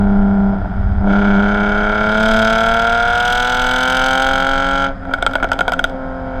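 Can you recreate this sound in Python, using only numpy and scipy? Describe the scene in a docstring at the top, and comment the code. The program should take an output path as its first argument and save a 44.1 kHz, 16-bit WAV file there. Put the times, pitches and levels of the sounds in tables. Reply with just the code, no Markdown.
"""Sports car from the rear bumper

Country road, microphone on the bumper beside the tailpipe of a six-cylinder sports car, very close.
The car cruises, lifts, pulls hard for four seconds, then lifts again and crackles on the overrun.
Engine: tones at multiples of the cycle (drone), filtered gas pulses (body, bark), shock clicks (rasp).
Crackle: decaying tones and noise bursts. Low boom, wake buffeting and tyre hiss: filtered noise."""
import sys
import numpy as np
from scipy import signal
from scipy.fft import rfft, irfft
from scipy.io import wavfile
from scipy.ndimage import uniform_filter1d

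SR = 44100
rng = np.random.default_rng(int(sys.argv[2]) if len(sys.argv) > 2 else 0)


def unload_wav(signal):
    """Save mono or channel-first audio to the path in sys.argv[1] as 16-bit WAV at rate SR, clipped to [-1, 1]."""
    wavfile.write(
        sys.argv[1],
        SR,
        np.round(np.clip(np.atleast_2d(signal).T, -1, 1) * 32767).astype(np.int16),
    )


N = 282240
T = np.arange(N) / SR  # t/s of every sample

# engine speed: t/s, firing rate/Hz
FIRING_RATE = [(0, 200.72), (.76, 195.29), (1.1, 198.55), (1.2, 202.51), (1.35, 199.56), (1.5, 204.35),
               (1.7, 205.67), (2.08, 213.05), (2.28, 220.6), (2.41, 220.63), (2.9, 231.78), (3.36, 244.37),
               (4.14, 263.53), (4.53, 271.06), (4.82, 274.94), (5, 268.17), (5.28, 269.52), (6.4, 260.14)]
# engine load as the driver cruises, lifts, pulls, lifts and picks up again: t/s, level re full load/dB
LOAD_DB = [(0, -18), (.5, -22.5), (.62, -24), (1.03, -24), (1.11, -5), (1.75, -1.77), (2.4, 0.5), (3, 0.5),
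           (3.5, -1), (4, 0.54), (4.7, -1), (4.86, -0.5), (4.97, -34), (5.11, -17), (5.65, -16),
           (5.95, -24), (6.2, -24.5), (6.4, -17.5)]
# how unevenly the engine burns, worst as the throttle shuts or opens: t/s, roughness/0-1
ROUGHNESS = [(0, .1), (.5, .1), (.57, .7), (.7, .5), (.95, .3), (1.1, .5), (1.4, .35), (1.7, .25),
             (2.3, .21), (4.85, .17), (5.1, 1), (5.85, 1), (6, .15)]
# the cylinders in firing order, the two banks taking turns:
# strength/dB, lateness/firing intervals, rasp/dB
CYLINDERS = [(12, 0.0081, -6), (8, 0.02, -4.5), (15, 0.008, -12.5), (7, 0.038, -20), (12, -0.028, -14.5),
             (3.5, 0.026, -31.5)]
# near the top of the revs one cylinder hammers above the rest, around this firing rate
HAMMER_HZ, HAMMER_HALF_WIDTH_HZ, HAMMER_FULL_LOAD_DB = 268.5, 6, 11
HAMMER_RASP = .4  # share of those dB that also sharpens its rasp
PULL_RANGE_DB = 11  # shocks and hammering are gone this far below full load

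# stretches with the throttle shut: start t/s, end t/s, change of drone/dB, change of body/dB
LIFTS = [(0.561, 1.022, -10, -7.5), (4.928, 5.055, -10, -7), (5.1, 5.9, -4.5, -1)]
SHUT_S, REOPEN_S = 0.048, 0.055  # lengths of the ramps into and out of a lift
# the exhaust gulps as the throttle snaps shut or open: t/s, strength/0-1
GULPS = [(.64, 1), (1.07, .6)]
GULP_S, GULP_BODY_DB = 0.079, 4.5  # time from the peak to 1/e, rise of the body in a full gulp

# clean tones of the exhaust drone: multiple of the engine cycle
DRONE_ORDERS = (4, 6, 9, 12, 15, 18, 21)
# one row for each drone order: level/dB, gain per dB of load/dB, gain in a full gulp/dB
DRONE_DRIVE = [(-2.5, -0.1, -3.5), (-0.5, 0.0646, -0.5), (-12.5, 0.27, 14.5), (0, 0.23, -1.5),
               (-7.5, 0.4, 6.5), (2.5, 0.74, 7), (-9, 0.5, 5.5)]
# standing waves of the whole exhaust, swept by each order as the revs climb: f/Hz, level/dB
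STANDING_WAVES = [(168, -47.5), (182, -27.5), (199, -7), (210, -20.5), (220, -14.5), (227, -24),
                  (240, -36.5), (252, -25), (275, -24), (300, -15.5), (350, -32), (400, -22), (480, -27.5),
                  (530, -22), (615, -27), (662, -17.5), (725, -18.5), (765, -26.5), (795, -19.5),
                  (820, -25), (875, -13.5), (960, -23)]
# colour of the pipe: f/Hz, level/dB
PIPE_COLOUR = [(160, -35.5), (250, -14.5), (400, -7.5), (560, -7), (690, 5.5), (790, -7.5), (900, -7),
               (1020, -12.5), (1170, -17.5), (1290, -8.5), (1345, 1), (1385, 6), (1450, 4.5), (1540, -2),
               (1680, -9), (1880, -22), (1990, -14), (2090, -22.5), (2220, -8), (2450, -24.5),
               (2750, -25.5), (3100, -60.5)]
# colour of the shock fronts at the pipe mouth: f/Hz, level/dB
MOUTH_COLOUR = [(1400, -16.5), (2000, -13.5), (2250, -8.5), (2550, -10), (2850, -9.5), (3200, 2),
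                (3850, -10), (4300, -18), (5000, -13.5), (5500, -25), (6250, -17.5), (7100, -29),
                (7800, -19.5), (9600, -32.5), (11300, -35.5), (12200, -28.5), (13200, -35), (15500, -45)]
# revs at which a loaded engine's pulses steepen into shocks: firing rate/Hz, extra rasp/dB
SHOCKS = [(211, -0.5), (220, 7), (236, 3), (243, 10), (265, 8.5), (273, 5.5)]

# unburnt fuel going off in the pipe: t/s, relative level/dB, relative sharpness of the crack/dB
POPS = [(5.052, -25, -27), (5.1102, -22, -29), (5.1369, -8.5, -14.5), (5.1418, -20.5, -12),
        (5.185, -22.5, -21), (5.225, -9, -11.5), (5.2644, -5.5, -10.5), (5.3115, -22.5, -19),
        (5.3349, -17, -12.5), (5.3542, -7, -13.5), (5.4006, -23, -17), (5.4265, -8.5, -27),
        (5.4316, -16.5, -11.5), (5.4431, -10, -14.5), (5.4892, -26, -14), (5.5171, -7, -14.5),
        (5.5324, -20, -5.5), (5.5904, -11, -11), (5.6079, -7.5, -12), (5.68, -9.5, -13), (5.6944, -16, -16),
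        (5.7203, -11, -13.5), (5.7354, -13, -12), (5.7926, -9.5, -13), (5.8412, -8, -8.5),
        (5.8965, -26.5, -15)]
# what a pop rings in the tailpipe: f/Hz, relative level/dB, t60/s
TAILPIPE_MODES = [(271, -16, 0.032), (522, -17, 0.02), (705, -3.5, 0.019), (930, -12.5, 0.034),
                  (1417, -3.5, 0.038), (1448, -6, 0.045), (2050, -13.5, 0.014)]

# buffeting of the wake: t/s, relative level/dB
WIND_DB = [(0, -18), (.8, -20), (1.6, -23.5), (2.4, -25.5), (3.8, -28.5), (5, -27), (5.7, -29.5),
           (6.4, -26.5)]
# slow throb of the eddies, relative spectrum: f/Hz, level/dB
THROB_SPECTRUM = [(10, -24), (17, -9), (21, 0), (25, -9), (35, -16), (50, -35)]
# rumble above the throb, relative spectrum: f/Hz, level/dB
RUMBLE_SPECTRUM = [(22, 4), (45, 0.5), (70, -11), (90, -1.5), (115, -11), (145, -22.5), (180, -6.5),
                   (260, -20), (500, -60.5)]
# tyres on asphalt, relative spectrum: f/Hz, level/dB
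ROAD_SPECTRUM = [(250, -18.5), (450, -26), (720, -22), (1150, -5.5), (1420, -1.5), (1900, -11), (2700, -29),
                 (3300, -22), (4300, -35), (5000, -24.5), (5600, -41.5), (8000, -44), (10000, -50.5),
                 (15000, -68)]
EDGE_HZ = 15600  # upper limit of the audible band


def crank():
    """Engine cycles turned so far: the firing rate summed up and shared among the cylinders."""
    return np.cumsum(curve(FIRING_RATE)) / SR / len(CYLINDERS) - .03


def firings(cycles, drift_s=.00004, drift_db=.9):
    """Time, strength and rasp of every firing; slow drift per cylinder makes upper orders fade in and out."""
    count = len(CYLINDERS)
    n = np.arange(np.ceil(cycles[0] * count), cycles[-1] * count - 1).astype(int)
    cylinder, cycle = n % count, n // count
    strength_db, late, rasp_db = np.array(CYLINDERS)[cylinder].T

    walk = rng.standard_normal((2, cycle[-1] + 1, count))
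    drift = evened(uniform_filter1d(walk, size=12, axis=1))  # smoothed over 12 cycles
    lag, swell = drift[:, cycle, cylinder]
    times = np.interp((n + late) / count, cycles, T) + drift_s * lag

    detuning = (curve(FIRING_RATE) - HAMMER_HZ) / HAMMER_HALF_WIDTH_HZ
    hammer_db = HAMMER_FULL_LOAD_DB * pulling() / (1 + detuning ** 2)
    extra_db = np.interp(times, T, hammer_db) * (cylinder == 0)
    return times, strength_db + drift_db * swell + extra_db, rasp_db + HAMMER_RASP * extra_db


def exhaust(cycles, times, strength_db, body_db=-27.0, coast_db_per_octave=-12, pull_db_per_octave=-19,
            bark_db=-17, turbulent=0.99):
    """Uneven gas pulses ring the pipe: a body that thins as revs climb, a hard bark that follows the load."""
    rough = curve(ROUGHNESS)
    uneven_db = 4 * np.interp(times, T, rough) * rng.standard_normal(len(times))
    sizes = amp(strength_db + uneven_db)
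    turbulence = turbulent * rough * puffs(times, sizes, .003, rng.standard_normal(N))
    gas = colour(evened(clicks(times, sizes)) + turbulence, PIPE_COLOUR)

    # take out the orders that sound in the drone: shift each to 0 Hz, average, subtract
    for k in DRONE_ORDERS[1:]:
        turn = np.exp(2j * np.pi * k * cycles)
        order = uniform_filter1d(uniform_filter1d(gas / turn, size=3000), size=3000)
        gas = gas - 2 * (turn * order).real

    speed = curve(FIRING_RATE)
    slope = coast_db_per_octave + (pull_db_per_octave - coast_db_per_octave) * pulling()
    body_level = body_db + slope * np.log2(speed / speed[0]) + lifted()[1] + GULP_BODY_DB * gulping()
    body = amp(body_level) * steady(band(gas, 240, 952))
    bark = amp(bark_db + curve(LOAD_DB)) * steady(band(gas, 903, 3130))
    return body + bark


def drone(cycles, waver=.8):
    """Clean low orders swell and fade past the exhaust's resonances, and gurgle when burning is rough."""
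    depth = waver * curve(ROUGHNESS)
    cycle_hz = curve(FIRING_RATE) / len(CYLINDERS)
    load, lift_db, gulp = curve(LOAD_DB), lifted()[0], gulping()
    knots = np.linspace(0, T[-1], num=300)  # times of the random waver
    out = np.zeros(N)
    for k, (order_db, per_load, gulp_db) in zip(DRONE_ORDERS, DRONE_DRIVE):
        resonance_db = np.interp(k * cycle_hz, *np.transpose(STANDING_WAVES))
        db = order_db + resonance_db + per_load * load + lift_db + gulp_db * gulp
        swell = np.interp(T, knots, rng.standard_normal(len(knots)))
        slip = np.interp(T, knots, rng.standard_normal(len(knots)))
        tone = np.cos(2 * np.pi * k * cycles + depth * slip)
        out += amp(db) * (1 + .5 * depth * swell) * tone
    return out


def rasp(cycles, times, rasp_db, puff_s=0.0035, steepening=1.7, level_db=-34, per_load=1.1,
         fizz_db=-22.5, fizz_growth=1.01, gentle_contrast=0.52, contrast_growth=0.042):
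    """Pulses steepen into shocks; under full load the strongest, once a cycle, spits the highest treble."""
    shock_db = np.interp(curve(FIRING_RATE), *np.transpose(SHOCKS))
    force = per_load * curve(LOAD_DB) + pulling() * shock_db
    # a gentle blast is more even from cylinder to cylinder
    contrast = np.clip(gentle_contrast + contrast_growth * np.interp(times, T, force), .2, 2)
    sizes = amp(contrast * rasp_db + 1.6 * rng.standard_normal(len(times)))

    # the ripples behind the shocks largely repeat from cycle to cycle
    pattern = rng.standard_normal(size=1000)
    repeating = evened(np.interp(cycles % 1, np.linspace(0, 1, len(pattern)), pattern))
    grain = .75 * repeating + .66 * rng.standard_normal(N)

    shocks = .5 * evened(clicks(times, sizes)) + puffs(times, sizes, puff_s, grain)
    spit = puffs(times, sizes ** steepening, .0022, grain)  # the power favours the strongest
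    low = steady(band(colour(shocks, MOUTH_COLOUR), 2400, 6600))
    high = steady(band(colour(spit, MOUTH_COLOUR), 5500, 16000))
    return amp(force + level_db) * (low + high * amp(fizz_db + fizz_growth * force))


def crackle(ring_db=1, crack_db=7, swell_s=0.0028, echo_s=0.0081, echo_db=-17, rough=0.81,
            gust_s=0.0037, tail_db=-31, tail_s=0.041, sharpening=0.052):
    """A pop is a sharp crack, a short tailpipe ring and a silencer echo; bigger pops crack harder."""
    out, t = np.zeros(N), np.arange(SR // 10) / SR
    snap = np.exp(-t / .0014) + amp(tail_db) * np.exp(-t / tail_s)
    for s, db, sharp_db in POPS:
        grit, gust = rng.standard_normal((2, len(t)))
        detune = 1 + .015 * rng.standard_normal(len(TAILPIPE_MODES))  # each pop rings a little off
        tones = sum(amp(d - 60 * t / t60) * np.sin(2 * np.pi * hz * e * t)
                    for (hz, d, t60), e in zip(TAILPIPE_MODES, detune))
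        breath = evened(colour(gust * np.exp(-t / gust_s), PIPE_COLOUR))
        ring = evened(tones * (1 - np.exp(-t / swell_s))) + rough * breath
        crack = colour(grit * snap, MOUTH_COLOUR)
        ring_part = amp(ring_db) * ring / abs(ring).max()
        crack_part = amp(crack_db + sharp_db + sharpening * db) * crack / abs(crack).max()
        pop = amp(db) * (ring_part + crack_part)
        add(out, s, pop)
        add(out, s + echo_s, amp(echo_db) * pop)
    return out


def surge(start=0.756, end=1.034, swell_s=.16, fade_s=0.051, level_db=-16, low_hz=38, high_hz=98):
    """The car booms briefly as it coasts: a swell of low-frequency noise."""
    boom = steady(band(rng.standard_normal(N), low_hz, high_hz, order=3))
    return amp(level_db) * span(start, end, swell_s, fade_s) * boom


def wind(throb_db=-1, rumble_db=-1.15):
    """Eddies shed by the car beat on the microphone: a slow throb under a rumble."""
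    throb = amp(throb_db) * noise(THROB_SPECTRUM)
    rumble = amp(rumble_db) * steady(noise(RUMBLE_SPECTRUM), size=5000)
    return amp(curve(WIND_DB)) * (throb + rumble)


def road(level_db=-41):
    """Steady tyre roar, and a faint high whine of narrow noise that dies as the car starts to pull."""
    fade = np.interp(T, [1.05, 1.3], [1, 0])
    whine = amp(-82) * fade * steady(band(rng.standard_normal(N), 12900, 13000))
    return amp(level_db) * noise(ROAD_SPECTRUM) + whine


def pulling():
    """1 at full load, falling to 0 at PULL_RANGE_DB below it."""
    return np.clip(1 + curve(LOAD_DB) / PULL_RANGE_DB, 0, 1)


def lifted():
    """What the shut throttle does to the drone and to the body of the exhaust, in dB."""
    return sum(np.outer([drone_db, body_db], span(start, end, SHUT_S, REOPEN_S))
               for start, end, drone_db, body_db in LIFTS)


def gulping():
    """Brief swells of 0 to 1 around each snap of the throttle."""
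    return sum(strength * np.exp(-((T - s) / GULP_S) ** 2) for s, strength in GULPS)


def span(start, end, rise_s, fall_s):
    """1 between start and end and 0 outside, with ramps centred on both."""
    return np.clip(.5 + np.minimum((T - start) / rise_s, (end - T) / fall_s), 0, 1)


def clicks(times, sizes):
    """Band-limited impulses at exact times, between samples if need be (windowed sinc)."""
    out = np.zeros(N)
    at = np.round(times * SR).astype(int)[:, None] + np.arange(-8, 9)
    off = at - times[:, None] * SR
    np.add.at(out, np.clip(at, 0, N - 1), sizes[:, None] * np.sinc(off) * np.sinc(off / 9))
    return out


def puffs(times, sizes, decay_s, grain):
    """An exponentially dying burst of the given turbulence after every impulse."""
    gate = signal.lfilter([1], [1, -np.exp(-1 / (decay_s * SR))], clicks(times, sizes))
    return evened(gate * grain)


def noise(points):
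    """Noise of RMS 1 with the given spectrum and nothing outside it."""
    hz, db = np.transpose(points)
    log_hz = np.log(np.fft.rfftfreq(N, 1 / SR) + 1e-9)
    gain_db = np.interp(log_hz, np.log(hz), db, -np.inf, -np.inf)
    return evened(irfft(rfft(rng.standard_normal(N)) * amp(gain_db), N))


def colour(x, points, size=8192):
    """Causal minimum-phase filter with the given spectrum: its peaks ring after each pulse."""
    hz, db = np.transpose(points)
    log_hz = np.log(np.fft.rfftfreq(size, 1 / SR) + 1)
    cepstrum = irfft(np.log(amp(np.interp(log_hz, np.log(hz), db))))
    cepstrum[1:size // 2] *= 2  # fold the cepstrum onto positive time
    cepstrum[size // 2 + 1:] = 0
    return signal.oaconvolve(x, irfft(np.exp(rfft(cepstrum))))[:len(x)]


def band(x, lo_hz, hi_hz, order=4):
    """Butterworth band-pass."""
    return signal.sosfilt(signal.butter(order, [lo_hz, hi_hz], "band", fs=SR, output="sos"), x)


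def steady(x, size=3000):
    """Scales a sound to a running level of 1."""
    power = uniform_filter1d(uniform_filter1d(x ** 2, size), size)
    return x / np.sqrt(abs(power) + 1e-14)


def evened(x):
    """Scales a sound to an overall RMS of 1."""
    return x / np.sqrt(np.mean(x ** 2) + 1e-20)


def amp(db):
    """Amplitude factor of a level in dB."""
    return 10 ** (np.asarray(db) / 20)


def curve(rows):
    """Second column of a table against its time column, sample by sample."""
    return np.interp(T, *np.transpose(rows))


def add(mix, s, sound):
    """Lays a sound into the mix at s seconds."""
    part = mix[round(s * SR):][:len(sound)]
    part += sound[:len(part)]


def scene():
    """Engine, crackle and boom close by, with wake and tyres behind them; one channel."""
    cycles = crank()
    times, strength_db, rasp_db = firings(cycles)
    engine = exhaust(cycles, times, strength_db) + drone(cycles) + rasp(cycles, times, rasp_db)
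    return (engine + amp(4.5) * crackle() + surge() + wind() + road())[None]


def record(dry):
    """The loudest peaks are rounded off; then the band limit."""
    held = dry / (1 + (dry / .95) ** 8) ** (1 / 8)
    lowpass = signal.firwin(255, EDGE_HZ, window=("kaiser", 9), fs=SR)
    return signal.oaconvolve(held, lowpass[None], "same")


dry = scene()
out = record(dry)
unload_wav(out)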